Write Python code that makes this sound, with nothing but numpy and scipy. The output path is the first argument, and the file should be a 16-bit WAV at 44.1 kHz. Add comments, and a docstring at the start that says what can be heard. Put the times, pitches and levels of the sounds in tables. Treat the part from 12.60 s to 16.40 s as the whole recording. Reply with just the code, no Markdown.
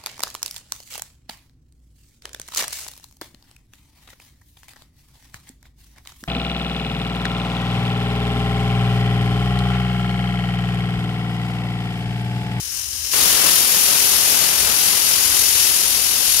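"""A pressure cooker on a gas stove, close to a phone with two microphone ports, for 3.8 s.
The burner rumbles underneath, as low noise, while steam noise seeps thinly under the weight.
At about half a second the weight lifts with a small knock of decaying sines and the jet roars out as
coloured noise; flat noise of the overloaded microphones joins it and the rumble is heard more faintly.
A softer knock follows at 0.75 s; the rumble comes up again and the top of the jet fades as pressure drops."""
import sys
import numpy as np
from scipy import signal
from scipy.fft import rfft, irfft
from scipy.io import wavfile
from scipy.ndimage import uniform_filter1d

SR = 44100
rng = np.random.default_rng(int(sys.argv[2]) if len(sys.argv) > 2 else 0)


def convert_level_to_amplitude(level_db):
    """Map a level in decibels to its linear amplitude factor."""
    exponent = np.asarray(level_db, float) / 20
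    return 10 ** exponent


def put_to_file(sound):
    """Save the sound as 16-bit audio at rate SR, in the file named by the first command-line argument."""
    columns = np.atleast_2d(sound).T  # one column per channel
    safe = np.clip(columns, -1, 1)
    whole_steps = np.round(safe * 32767)
    wavfile.write(sys.argv[1], SR, whole_steps.astype(np.int16))


N = 167580  # samples, 3.8 s

STEAM_DB = -6  # trim added to the level curves of the seep and of the jet's roar


def curve(table, column=1):
    """One column of a table as a line over time."""
    rows = np.array(table)
    return np.interp(np.arange(N) / SR, rows[:, 0], rows[:, column])


def colour(table, hz):
    """Gain of a (frequency [Hz], level [dB]) table on a log-frequency axis."""
    rows = np.array(table)
    return convert_level_to_amplitude(np.interp(np.log(hz + 1), np.log(rows[:, 0]), rows[:, 1]))


def walk(rate):
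    """Random levels held 1 / rate s and slewed twice; spread 1."""
    hold = int(SR / rate)
    steps = np.repeat(rng.standard_normal(N // hold + 1), hold)
    line = uniform_filter1d(uniform_filter1d(steps, hold), hold)[:N]
    return (line - line.mean()) / line.std()


ECHO_T60_S, ECHO_DB = 0.14, 3.5  # echo energy against the direct sound, before the paths are flattened
PORT_LAG_S = 5e-5  # the common noise reaches the left port this much later


def turbulence(shared):
    """Spectra of two noises; a common part (power share 0-1) reaches each port by its own short echoes."""
    t = np.arange(8192) / SR
    echoes = convert_level_to_amplitude(ECHO_DB) * rng.standard_normal((2, 8192)) * convert_level_to_amplitude(-60 * t / ECHO_T60_S)
    echoes *= np.sqrt(2 * np.log(1000) / (ECHO_T60_S * SR))  # unit energy over the whole decay
    echoes[:, 0] = 1  # direct sound
    paths = rfft(echoes, N)
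    paths[0] *= np.exp(-2j * np.pi * np.arange(N // 2 + 1) * SR / N * PORT_LAG_S)
    paths /= np.sqrt(uniform_filter1d(np.abs(paths) ** 2, size=1500))  # only the fine ripple stays
    shared = np.clip(shared, 0, 1)
    common = np.sqrt(shared) * paths * rfft(rng.standard_normal(N))
    separate = np.sqrt(1 - shared) * rfft(rng.standard_normal((2, N)))
    return common + separate


SWELL_DB, SPUTTER_DB, FLICKER_DB = 0.52, 0.49, 0.3  # rms spread of each random level
DULL_FULL_HZ = 18000  # the dulling grows as frequency ** 4 and would be whole here


def restless(spectra, hz, dull_db):
    """Steam noise in overlapping bands that swell and sputter together and flicker alone."""
    centres = np.geomspace(100, 16000, num=16)
    place = np.interp(np.log(hz + 1), np.log(centres), np.arange(len(centres)))
    together = SWELL_DB * walk(1.58) + SPUTTER_DB * walk(25.15)
    out = 0
    for k, centre in enumerate(centres):
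        share = np.clip(1 - np.abs(place - k), 0, 1)
        dulling = dull_db * min(centre / DULL_FULL_HZ, 1.5) ** 4
        level_db = together + FLICKER_DB * walk(9.02) + dulling
        out = out + convert_level_to_amplitude(level_db) * irfft(spectra * share, N)
    return out


# colour of the burner rumble: (frequency [Hz], relative level [dB per Hz])
BURNER_COLOUR = [(12, -50), (25, -27), (42, -18), (56, -6), (66, 1), (78, -3), (95, -13), (130, -16),
                 (170, -32), (300, -28), (500, -57)]
# the phone's gain turns the rumble down as the jet opens, and later back up; drawn as a fixed curve:
# (time [s], level [dB])
BURNER_LEVEL = [(0, -47), (.15, -45), (.33, -41.5), (.45, -43), (.6, -52), (.9, -51), (1.7, -55),
                (2.1, -44.5), (2.5, -48.5), (2.9, -42.5), (3.2, -40), (3.45, -47), (3.8, -50)]
BURNER_FLUTTER_DB = 2  # rms spread of the flutter
BURNER_EVEN = 0.42  # evenness 0-1 of the roar from moment to moment


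def burner(hz):
    """Fluttering low roar of the gas flame: coloured noise, its own swells partly evened out."""
    roar = irfft(rfft(rng.standard_normal(N)) * colour(BURNER_COLOUR, hz), N)
    slow_power = uniform_filter1d(uniform_filter1d(roar ** 2, size=4000), size=4000)
    roar = roar / slow_power ** (np.clip(BURNER_EVEN, 0, 1) / 2)
    roar = roar * convert_level_to_amplitude(BURNER_FLUTTER_DB * walk(8.05))
    return roar / roar.std() * convert_level_to_amplitude(curve(BURNER_LEVEL))


# colour of the thin seep at the left and the right port: (frequency [Hz], relative level [dB per Hz])
SEEP_COLOUR_LEFT = [(220, -34), (730, -34.5), (1080, -31), (2580, -25.5), (3060, -18.5), (3400, -27),
                    (3920, -19), (4740, -17.5), (5340, -10.5), (6240, -11.5), (6500, -11.5), (7970, -20.5),
                    (9470, -13.5), (12270, -20.5), (13520, -19.1), (15460, -27)]
SEEP_COLOUR_RIGHT = [(220, -33), (650, -38.5), (2410, -27.5), (2760, -23), (4780, -28), (6120, -27),
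                     (7060, -39), (7750, -33.5), (8010, -44.5), (9390, -24), (11670, -28.6), (13310, -21),
                     (15030, -34.1), (15460, -47.0)]
# the seep swells, then gives way as the weight lifts: (time [s], level before STEAM_DB [dB])
SEEP_LEVEL = [(0, -0.5), (.1, -0.5), (.2, 1), (.3, 0), (.43, 0.5), (.445, 3), (.47, 4), (.5, 2), (.53, 8.5),
              (.56, -10), (.62, -40)]
SEEP_SHARED, SEEP_SHARED_BASS_HZ = 0.58, 500  # power share common to both ports, rising to 1 in the bass


def seep(hz):
    """Thin hiss of steam under the seated weight; its bass is alike at both ports but for the echoes."""
    ports = np.array([colour(SEEP_COLOUR_LEFT, hz), colour(SEEP_COLOUR_RIGHT, hz)])
    shared = SEEP_SHARED + (1 - SEEP_SHARED) / (1 + (hz / SEEP_SHARED_BASS_HZ) ** 2)
    hiss = restless(turbulence(shared) * ports, hz, 0)
    return hiss * convert_level_to_amplitude(STEAM_DB + curve(SEEP_LEVEL))


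# ringing modes of the weight and lid: (frequency [Hz], relative level [dB], decay by 60 dB [s])
WEIGHT_MODES = [(304, -6, 0.044), (530, -1, 0.044), (756, -4, .03), (1000, 1.5, 0.032), (1300, -2, .04),
                (1900, 1, 0.033), (2300, 4, .02), (2780, 5, 0.03), (3470, 6, .02)]
# knocks of the weight as it lifts and settles: (time [s], level [dB])
WEIGHT_KNOCKS = [(.534, -22.5), (.75, -30)]
KNOCK_PUSH_S = .003  # time constant of the soft onset


def knock():
    """Soft pushes ring the weight and lid briefly as decaying sines."""
    out = 0
    for start, level_db in WEIGHT_KNOCKS:
        t = np.clip(np.arange(N) / SR - start, 0, 1)
        ring = sum(convert_level_to_amplitude(db - 60 * t / t60) * np.sin(2 * np.pi * f * t) for f, db, t60 in WEIGHT_MODES)
        push = 1 - np.exp(-t / KNOCK_PUSH_S)
        out = out + convert_level_to_amplitude(level_db) * ring * push
    return out


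# colour of the open jet at the left and the right port, lid and tile echoes included:
# (frequency [Hz], relative level [dB per Hz])
JET_COLOUR_LEFT = [(220, -19), (1850, -18), (2840, -7), (3450, -9.5), (4440, -5), (5510, -1.7),
                   (5640, -4.5), (5810, -0.1), (6420, -5.5), (6550, -1.8), (7110, -4), (7620, -9),
                   (8230, -8), (8790, -6), (9090, -0.2), (9260, -9.5), (9390, -2.1), (9560, -2),
                   (10470, 1.2), (10640, -3.5), (11370, 0.5), (12580, -10), (12960, -3), (13440, -10),
                   (14990, -9), (15460, -15.5)]
JET_COLOUR_RIGHT = [(220, -29.5), (860, -31.5), (1420, -19), (3270, -9), (3880, -12), (5120, -10),
                    (5340, -18), (6160, -15), (6850, -19), (6980, -21.2), (7110, -21), (7540, -25),
                    (7710, -23.4), (7920, -18.9), (8270, -27.6), (8480, -28), (8960, -15), (9430, -12),
                    (10120, -7.5), (10470, -9), (10980, -12), (11540, -6.5), (11800, -12), (13090, -7.9),
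                    (15120, -16), (15460, -15)]
# the valve opens: (time [s], roar level before STEAM_DB [dB], overload noise before the port levels [dB])
VENT_LEVELS = [(.44, -44, -60), (.49, -22, -34), (.52, -11, -24), (.535, -3, -2), (.565, 0, 2),
               (.9, 0.5, 2), (1.3, 0, 0), (1.8, -0.5, .5), (2.2, 0.5, 0), (2.6, 0, -1), (3.0, 0, -4),
               (3.4, 0, -4.5), (3.8, 1, -6)]
JET_SHARED = 0.46  # power share of the roar common to both ports
DULLING_DB_PER_S = -1.3  # slope at DULL_FULL_HZ: the top of the jet fades as pressure drops
RIGHT_FADE_DB_PER_S = -0.65  # the right port loses the roar a little faster
OVERLOAD_LEFT_DB, OVERLOAD_RIGHT_DB, OVERLOAD_TOP_HZ = -16, -37, 7000
LOW_CUT_HZ = 30  # for roar and overload noise


def jet(hz):
    """Steam roar of the open valve, plus flat overload noise of the microphones, strongest at the left."""
    t = np.arange(N) / SR
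    low_cut = hz ** 2 / (hz ** 2 + LOW_CUT_HZ ** 2)
    ports = np.array([colour(JET_COLOUR_LEFT, hz), colour(JET_COLOUR_RIGHT, hz)]) * low_cut
    # both slow fades pivot at 2 s
    roar = restless(turbulence(JET_SHARED) * ports, hz, DULLING_DB_PER_S * (t - 2))
    roar = roar * convert_level_to_amplitude(np.outer([0, RIGHT_FADE_DB_PER_S], t - 2))
    high_cut = 1 / np.sqrt(1 + (hz / OVERLOAD_TOP_HZ) ** 2)
    overload = irfft(rfft(rng.standard_normal((2, N))) * high_cut * low_cut, N)
    overload = overload * convert_level_to_amplitude([[OVERLOAD_LEFT_DB], [OVERLOAD_RIGHT_DB]]) * convert_level_to_amplitude(0.95 * walk(16))
    return roar * convert_level_to_amplitude(STEAM_DB + curve(VENT_LEVELS)) + overload * convert_level_to_amplitude(curve(VENT_LEVELS, column=2))


def scene():
    """Burner and knock are common to both ports; seep and jet differ between them."""
    hz = np.arange(N // 2 + 1) * SR / N
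    return burner(hz) + seep(hz) + knock() + jet(hz)


def roll_off(x):
    """The treble ends steeply here."""
    return signal.sosfilt(signal.butter(12, 16620, fs=SR, output="sos"), x)


ROUGH_HZ, ROUGH_PEAK_S, ROUGH_DB = SR / 1024, .0083, 1.22  # slight even 43 Hz roughness of the level
DRIVE, TOP_HZ = .9, 15650  # gain into the soft limit; upper edge of the passband


def record(dry):
    """A slight even 43 Hz roughness lies on the level; the phone rounds the loudest peaks, cuts the top."""
    t = np.arange(N) / SR
    roughness = convert_level_to_amplitude(ROUGH_DB * np.cos(2 * np.pi * ROUGH_HZ * (t - ROUGH_PEAK_S)))
    rounded = np.tanh(DRIVE * roughness * dry) / DRIVE
    top_cut = signal.ellip(10, .2, 70, TOP_HZ, fs=SR, output="sos")
    mix = signal.sosfilt(top_cut, rounded)
    return roll_off(mix)


dry = scene()
out = record(dry)
put_to_file(out)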